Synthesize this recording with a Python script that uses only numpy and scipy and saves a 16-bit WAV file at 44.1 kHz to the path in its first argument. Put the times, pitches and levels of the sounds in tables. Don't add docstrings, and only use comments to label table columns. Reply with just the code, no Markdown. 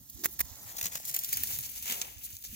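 import sys
import numpy as np
from scipy import signal
from scipy.fft import rfft, irfft, next_fast_len
from scipy.io import wavfile

SR = 44100
rng = np.random.default_rng(int(sys.argv[2]) if len(sys.argv) > 2 else 0)


def int16_out(signal):
    q = np.round(np.clip(np.atleast_2d(signal).T, -1, 1) * 32767)
    wavfile.write(sys.argv[1], SR, q.astype(np.int16))


N = 112455


def amp(db):
    return 10 ** (np.asarray(db) / 20)


def unit(x):
    return x / np.sqrt(np.mean(x ** 2) + 1e-20)


def coloured(x, points):
    point_hz, point_db = np.transpose(points)
    hz = np.fft.rfftfreq(8192, 1 / SR)
    db = np.interp(np.log(hz + 1), np.log(point_hz + 1), point_db)
    cepstrum = irfft(np.log(amp(db) + 1e-4))
    cepstrum[1:4096] *= 2
    cepstrum[4097:] = 0
    response = irfft(np.exp(rfft(cepstrum)))
    response /= np.linalg.norm(response)
    return signal.fftconvolve(x, response[None], axes=1)[:, :N]


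def pair(shared):
    noise = rng.standard_normal((3, N))
    return np.sqrt(shared) * noise[0] + np.sqrt(1 - shared) * noise[1:]


def crackle(per_s, spread_db, t60_s, bed):
    struck = rng.random(N) < per_s / SR
    size = np.minimum(rng.exponential(size=N), 4)
    hits = struck * amp(2 * spread_db * size)
    power = signal.lfilter([1], [1, -amp(-120 / (t60_s * SR))], hits)
    return unit(np.sqrt(power / power.mean() + bed))


BODY_DB = -8.5

# (time [s], treble [dB], middle [dB], lower middle [dB], body [dB])
RUSTLE_LEVELS = [(0.0, -54.5, -61.5, -79, -80), (0.09, -53.5, -62, -82, -81), (0.22, -47, -52, -69, -71),
                 (0.34, -51.5, -55, -73, -71.5), (0.55, -50, -53.5, -66, -63.5),
                 (0.82, -45.5, -51, -61, -59), (1.01, -47, -54, -60.5, -65.5),
                 (1.16, -42, -47, -59.5, -61.5), (1.26, -39.5, -47, -56, -69),
                 (1.38, -37, -42.5, -49.5, -59.5), (1.46, -35.5, -42.5, -53.5, -60),
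                 (1.65, -42, -50, -57, -66), (1.84, -44.5, -50, -58.5, -78), (1.96, -38, -45.5, -51, -51.5),
                 (2.05, -44.5, -48.5, -53, -55), (2.16, -51.5, -55.5, -61, -69),
                 (2.35, -45.5, -54, -61, -77), (2.4, -52, -59, -71, -86), (2.55, -43, -49.5, -55.5, -76)]


def rustle_power():
    t = np.arange(N) / SR
    time_s, *levels_db = np.transpose(RUSTLE_LEVELS)
    grains = [amp(np.interp(t, time_s, db)) * crackle(per_s=300, spread_db=3.5, t60_s=0.039, bed=1)
              for db in levels_db]
    return np.array(grains) ** 2


# (start [s], length [s], treble [dB], middle re treble [dB],
# lower middle re treble [dB], rise and fall [s])
CRUNCH_EVENTS = [(0.236, 0.031, -34, -1, -10, 0.0026), (0.246, 0.015, -32.5, -8, -15, 0.003),
                 (0.303, 0.051, -45, -14, -40, 0.012), (0.388, 0.032, -31.5, -8.5, -15, 0.0077),
                 (0.404, 0.014, -29, -8, -17.5, 0.0032), (0.657, 0.066, -49, -5, -8, 0.004),
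                 (0.828, 0.059, -41.5, -6.5, -11.5, 0.0012), (0.917, 0.066, -43, -2, -10, 0.0042),
                 (1.07, 0.039, -35, -7, -27, 0.0074), (1.136, 0.045, -41, -7.5, -11, 0.0049),
                 (1.327, 0.0089, -21.5, -11, -22, 0.0025), (1.497, 0.024, -34.5, -14, -13, 0.0052),
                 (1.508, 0.069, -36.5, -6.5, -18.5, 0.017), (1.624, 0.047, -41.5, -4, -18, 0.0042),
                 (1.752, 0.039, -42.5, -4.5, -15.5, 0.0031), (1.836, 0.14, -37.5, -2, -6, 0.043),
                 (2.226, 0.047, -36, -9.5, -45, 0.015), (2.438, 0.038, -46.5, 0.5, -22, 0.0023)]


def crunch_power():
    t = np.arange(N) / SR
    splinters = crackle(per_s=1300, spread_db=3.6, t60_s=0.014, bed=1)
    power = np.zeros((4, N))
    for start_s, length_s, db, mid_db, low_db, edge_s in CRUNCH_EVENTS:
        gate = np.clip(np.minimum(t - start_s, start_s + length_s - t) / edge_s, 0, 1)
        gains = amp(db + np.array([0, mid_db, low_db, low_db + BODY_DB]))
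        power += np.outer(gains, gate * splinters) ** 2
    return power


# (time [s], level [dB], lower middle re level [dB],
# middle re level [dB], t60 [s]); SNAP_BAND_DB is added per band
SNAP_EVENTS = [(0.098, -30.5, -57, -21, 0.031), (0.77, -28, -34, -16, 0.03), (0.7852, -27, -18, -16, 0.081),
               (0.8113, -20.5, -13.5, -13.5, 0.033), (0.8266, -23, -21, -15, 0.043),
               (0.84, -27.5, -19.5, -12.5, 0.12), (0.856, -20, -17.5, -13, 0.033),
               (0.866, -28, -26, 0, 0.017), (0.9536, -21.5, -12, -12.5, 0.029),
               (1.051, -25.5, -51, -19.5, 0.069), (1.092, -24, -19.5, -20, 0.029),
               (1.112, -25, -37, -18, 0.023), (1.1418, -18, -33, -19, 0.049), (1.165, -24, -19, -13, 0.025),
               (1.1889, -18.5, -48, -22, 0.034), (1.2354, -19.5, -29, -26, 0.026),
               (1.245, -18.5, -28.5, -16, 0.029), (1.2892, -21, -42, -20.5, 0.025),
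               (1.336, -17.5, -28, -23, 0.031), (1.37, -17, -24, -21, 0.034),
               (1.4342, -16.5, -23.5, -21, 0.033), (1.5865, -18.5, -29, -24, 0.037),
               (1.8986, -17.5, -9, -16, 0.013), (1.8238, -30, -22.5, -16.5, 0.12),
               (1.9215, -17, -14.5, -14, 0.022), (2.0145, -19.5, -11, -5, 0.019),
               (2.0195, -28, -15, -12, 0.036), (2.424, -36, -31, -11, 0.017)]
SNAP_BAND_DB = (-5, 5.5, 1)  # (treble [dB], middle [dB], lower middle [dB])
SNAP_RISE_S = 0.0006


def snap_power():
    power = np.zeros((4, N))
    u = np.arange(SR // 10) / SR
    treble_db, middle_db, lower_db = SNAP_BAND_DB
    for time_s, db, low_db, mid_db, t60_s in SNAP_EVENTS:
        shape = amp(-60 * u / t60_s) * (1 - np.exp(-u / SNAP_RISE_S))
        low = lower_db + low_db
        gains = amp(db + np.array([treble_db, middle_db + mid_db, low, low + BODY_DB]))
        start = round(time_s * SR)
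        power[:, start:start + len(u)] += np.outer(gains, shape) ** 2
    return power


# (time [s], treble [dB], middle re treble [dB], lower middle re treble [dB])
CRACK_EVENTS = [(.2378, -27, -8, -14), (.2453, -14, -16, -19), (.258, -5, -19, -15), (.393, -18, -16, -22),
                (.3958, -21, -12, -20), (.4045, -11, -20, -19), (.4063, -12, -20, -26),
                (.410, -14, -16, -9), (.557, -40, -3, -20), (.7245, -38, 0, -18), (.769, -29, 0, -16),
                (.7835, -28, 1, -16), (.8303, -24, -5, -14), (.8585, -25, -2, -12), (1.1478, -19, -7, -20),
                (1.1636, -18, -10, -20), (1.1652, -16, -8, -20), (1.1905, -19, -9, -28),
                (1.328, -15, -11, -19), (1.372, -23, -4, -11), (1.435, -16, -14, -25),
                (1.9102, -23, -8, -14), (2.368, -28, -9, -25), (2.4395, -32, -7, -16),
                (2.444, -27, -9, -16), (2.45, -30, -7, -14)]
CRACK_T60_S = 0.004


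def cracks():
    out = np.zeros((4, 1, N))
    u = np.arange(SR // 200) / SR
    for time_s, db, mid_db, low_db in CRACK_EVENTS:
        burst = amp(-60 * u / CRACK_T60_S) * np.sign(rng.standard_normal(len(u)))
        gains = amp(db + np.array([0, mid_db, low_db, low_db + BODY_DB]))
        start = round(time_s * SR)
        out[:, 0, start:start + len(u)] += np.outer(gains, burst)
    return out


# (frequency [Hz], density [dB per Hz])
TREBLE_COLOUR = [(6000, -84), (8200, 0), (9200, 1), (11500, 6.5), (13400, 8), (15000, 12), (16000, 3.5)]
MIDDLE_COLOUR = [(2060, -28.5), (3500, -10.5), (4790, -9), (5420, -7.5), (6760, -2), (7920, -6.5),
                 (8300, -39.5), (10800, -18.5), (18300, -120)]
NEAR_COLOUR = [(700, -19), (1300, -9.5), (1900, -0.5), (2400, -6), (3500, -18), (4550, -43)]
LOWER_COLOUR = [(820, -21.5), (1700, -10), (2400, -3.5), (3000, -2.5), (3700, -9), (4550, -63.5)]
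BODY_COLOUR = [(180, -12), (300, -3.5), (858, 5.5), (1200, -0.5), (1400, 0), (1820, -58), (3080, -120)]
BAND_SHARED = (.45, .5, .55, .8)
NEAR_FADE_S = (0.5, 1.65)


def grass():
    power = rustle_power() + crunch_power() + snap_power()
    noise = np.array([pair(shared) for shared in BAND_SHARED])
    treble, middle, lower, body = noise * np.sqrt(power)[:, None] + cracks()
    near = np.interp(np.arange(N) / SR, NEAR_FADE_S, (1, 0))
    return (coloured(treble, TREBLE_COLOUR) + coloured(middle, MIDDLE_COLOUR)
            + coloured(lower * near, NEAR_COLOUR) + coloured(lower * (1 - near), LOWER_COLOUR)
            + coloured(body, BODY_COLOUR))


# (time [s], starting frequency [Hz], peak level [dB], time to peak [s])
RING_EVENTS = [(.248, 2100, -33.5, 0.00073), (.812, 3340, -37, 0.0011), (1.001, 684, -42, 0.00084),
               (1.331, 2220, -29.5, 0.00056), (1.3415, 4650, -31.5, 0.0019), (1.9102, 3270, -24.5, 0.00029),
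               (1.9895, 6600, -45, .0008), (2.028, 2250, -42, 0.0014)]
RING_RISE = 0.032


def rings():
    out = np.zeros(N)
    t = np.arange(SR // 20) / SR
    for time_s, hz, db, peak_s in RING_EVENTS:
        u = t / peak_s
        cycles = hz * t * (1 + RING_RISE * u / 2) + rng.random()
        start = round(time_s * SR)
        out[start:start + len(t)] += amp(db) * u * np.exp(1 - u) * np.sin(2 * np.pi * cycles)
    return out


# (time [s], left port lead [ms], left minus right [dB])
PORT_LEAD = [(0, .057, -3), (.55, .057, -3), (.7, .3, 1.6), (1.1, .4, .4), (1.4, .46, .4), (2, .47, 1.3),
             (2.55, .47, .2)]


def spaced(x):
    hz, t, spectrum = signal.stft(x, SR, nperseg=256)
    time_s, lead_ms, pan_db = np.transpose(PORT_LEAD)
    lead_s = np.interp(t, time_s, lead_ms) / 1000
    half_turn = np.exp(1j * np.pi * np.outer(hz, lead_s))
    left = half_turn * amp(np.interp(t, time_s, pan_db) / 2)
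    return signal.istft(spectrum * [left, 1 / left], SR, nperseg=256)[1][:, :N]


# (time [s], peak before trim and pan [dB], frequency [Hz], left minus right [dB])
THUD_EVENTS = [(0.147, -49, 66.6, -24), (0.395, -44.5, 73, -18.5), (0.439, -48, 76.6, -22),
               (0.51, -50.5, 85, -24), (0.655, -53, 107, -20.5), (0.831, -44, 94.5, -10),
               (0.853, -45.5, 181, 0), (0.95, -53, 145, 0), (1.103, -50, 149, -11), (1.352, -47, 97, -13),
               (1.407, -45.5, 88, -14), (1.53, -52.5, 102, -15), (1.588, -43.5, 120, -10),
               (1.76, -58.5, 75.4, -25), (1.899, -47, 245, 4.5), (2.163, -59.5, 77, -38),
               (2.332, -49.5, 92, -18.5), (2.499, -41, 66, 0), (2.528, -43.5, 222, 1)]
THUD_T60_S, THUD_RISE_S, THUD_TRIM_DB = 0.15, 0.0018, -3.5


def thuds():
    out = np.zeros((2, N + SR))
    t = np.arange(SR // 4) / SR
    envelope = amp(-60 * t / THUD_T60_S) * (1 - np.exp(-t / THUD_RISE_S))
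    for time_s, db, hz, pan_db in THUD_EVENTS:
        swing = envelope * np.sin(2 * np.pi * hz * t)
        swing /= np.abs(swing).max()
        gains = amp(db + THUD_TRIM_DB + np.array([pan_db / 2, -pan_db / 2]))
        start = round(time_s * SR)
        out[:, start:start + len(t)] += np.outer(gains, swing)
    return out[:, :N]


# (first frequency [Hz], last frequency [Hz], waver bandwidth [Hz], level before waver [dB])
HOOT = (249.5, 335, 132, -52)
HOOT_START_S, HOOT_END_S = 0.14, 0.31


def hoot():
    first_hz, last_hz, width_hz, db = HOOT
    t = np.arange(N) / SR
    u = np.clip((t - HOOT_START_S) / (HOOT_END_S - HOOT_START_S), 0, 1)
    hz = first_hz + (last_hz - first_hz) * np.minimum(1.81 * u, 1)
    phase = 2 * np.pi * np.cumsum(hz) / SR
    waver = 0.5 + coloured(pair(0.64), [(1, 0), (width_hz / 2, 0), (4 * width_hz, -50)])
    return amp(db) * np.sin(np.pi * u) * waver * np.sin(phase)


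# (frequency [Hz], relative density [dB per Hz])
HUSH_COLOUR = [(25, -45), (54, 4.5), (81, -2.5), (270, -9), (454, -30.5), (600, -25.5), (780, -60),
               (1320, -120)]
# (time [s], level before trim and pan [dB])
HUSH_CURVE = [(0.0, -62), (0.08, -73.5), (0.36, -66), (0.6, -69), (1.19, -71.5), (1.53, -62.5),
              (1.73, -70.5), (1.94, -69), (2.34, -70.5), (2.4, -79), (2.55, -62.5)]
HUSH_TRIM_DB, HUSH_PAN_DB, HUSH_SHARED = 8.5, -3, 0.74


def hush():
    curve_db = np.interp(np.arange(N) / SR, *np.transpose(HUSH_CURVE))
    pan_db = np.array([[HUSH_PAN_DB / 2], [-HUSH_PAN_DB / 2]])
    return amp(HUSH_TRIM_DB + curve_db + pan_db) * coloured(pair(HUSH_SHARED), HUSH_COLOUR)


def scene():
    return spaced(grass() + rings()) + thuds() + hoot() + hush()


TOP_HZ = 15950


def record(dry):
    size = next_fast_len(N + SR // 4)
    keep = np.fft.rfftfreq(size, 1 / SR) < TOP_HZ
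    return irfft(rfft(dry, size) * keep, size)[:, :N]


dry = scene()
out = record(dry)
int16_out(out)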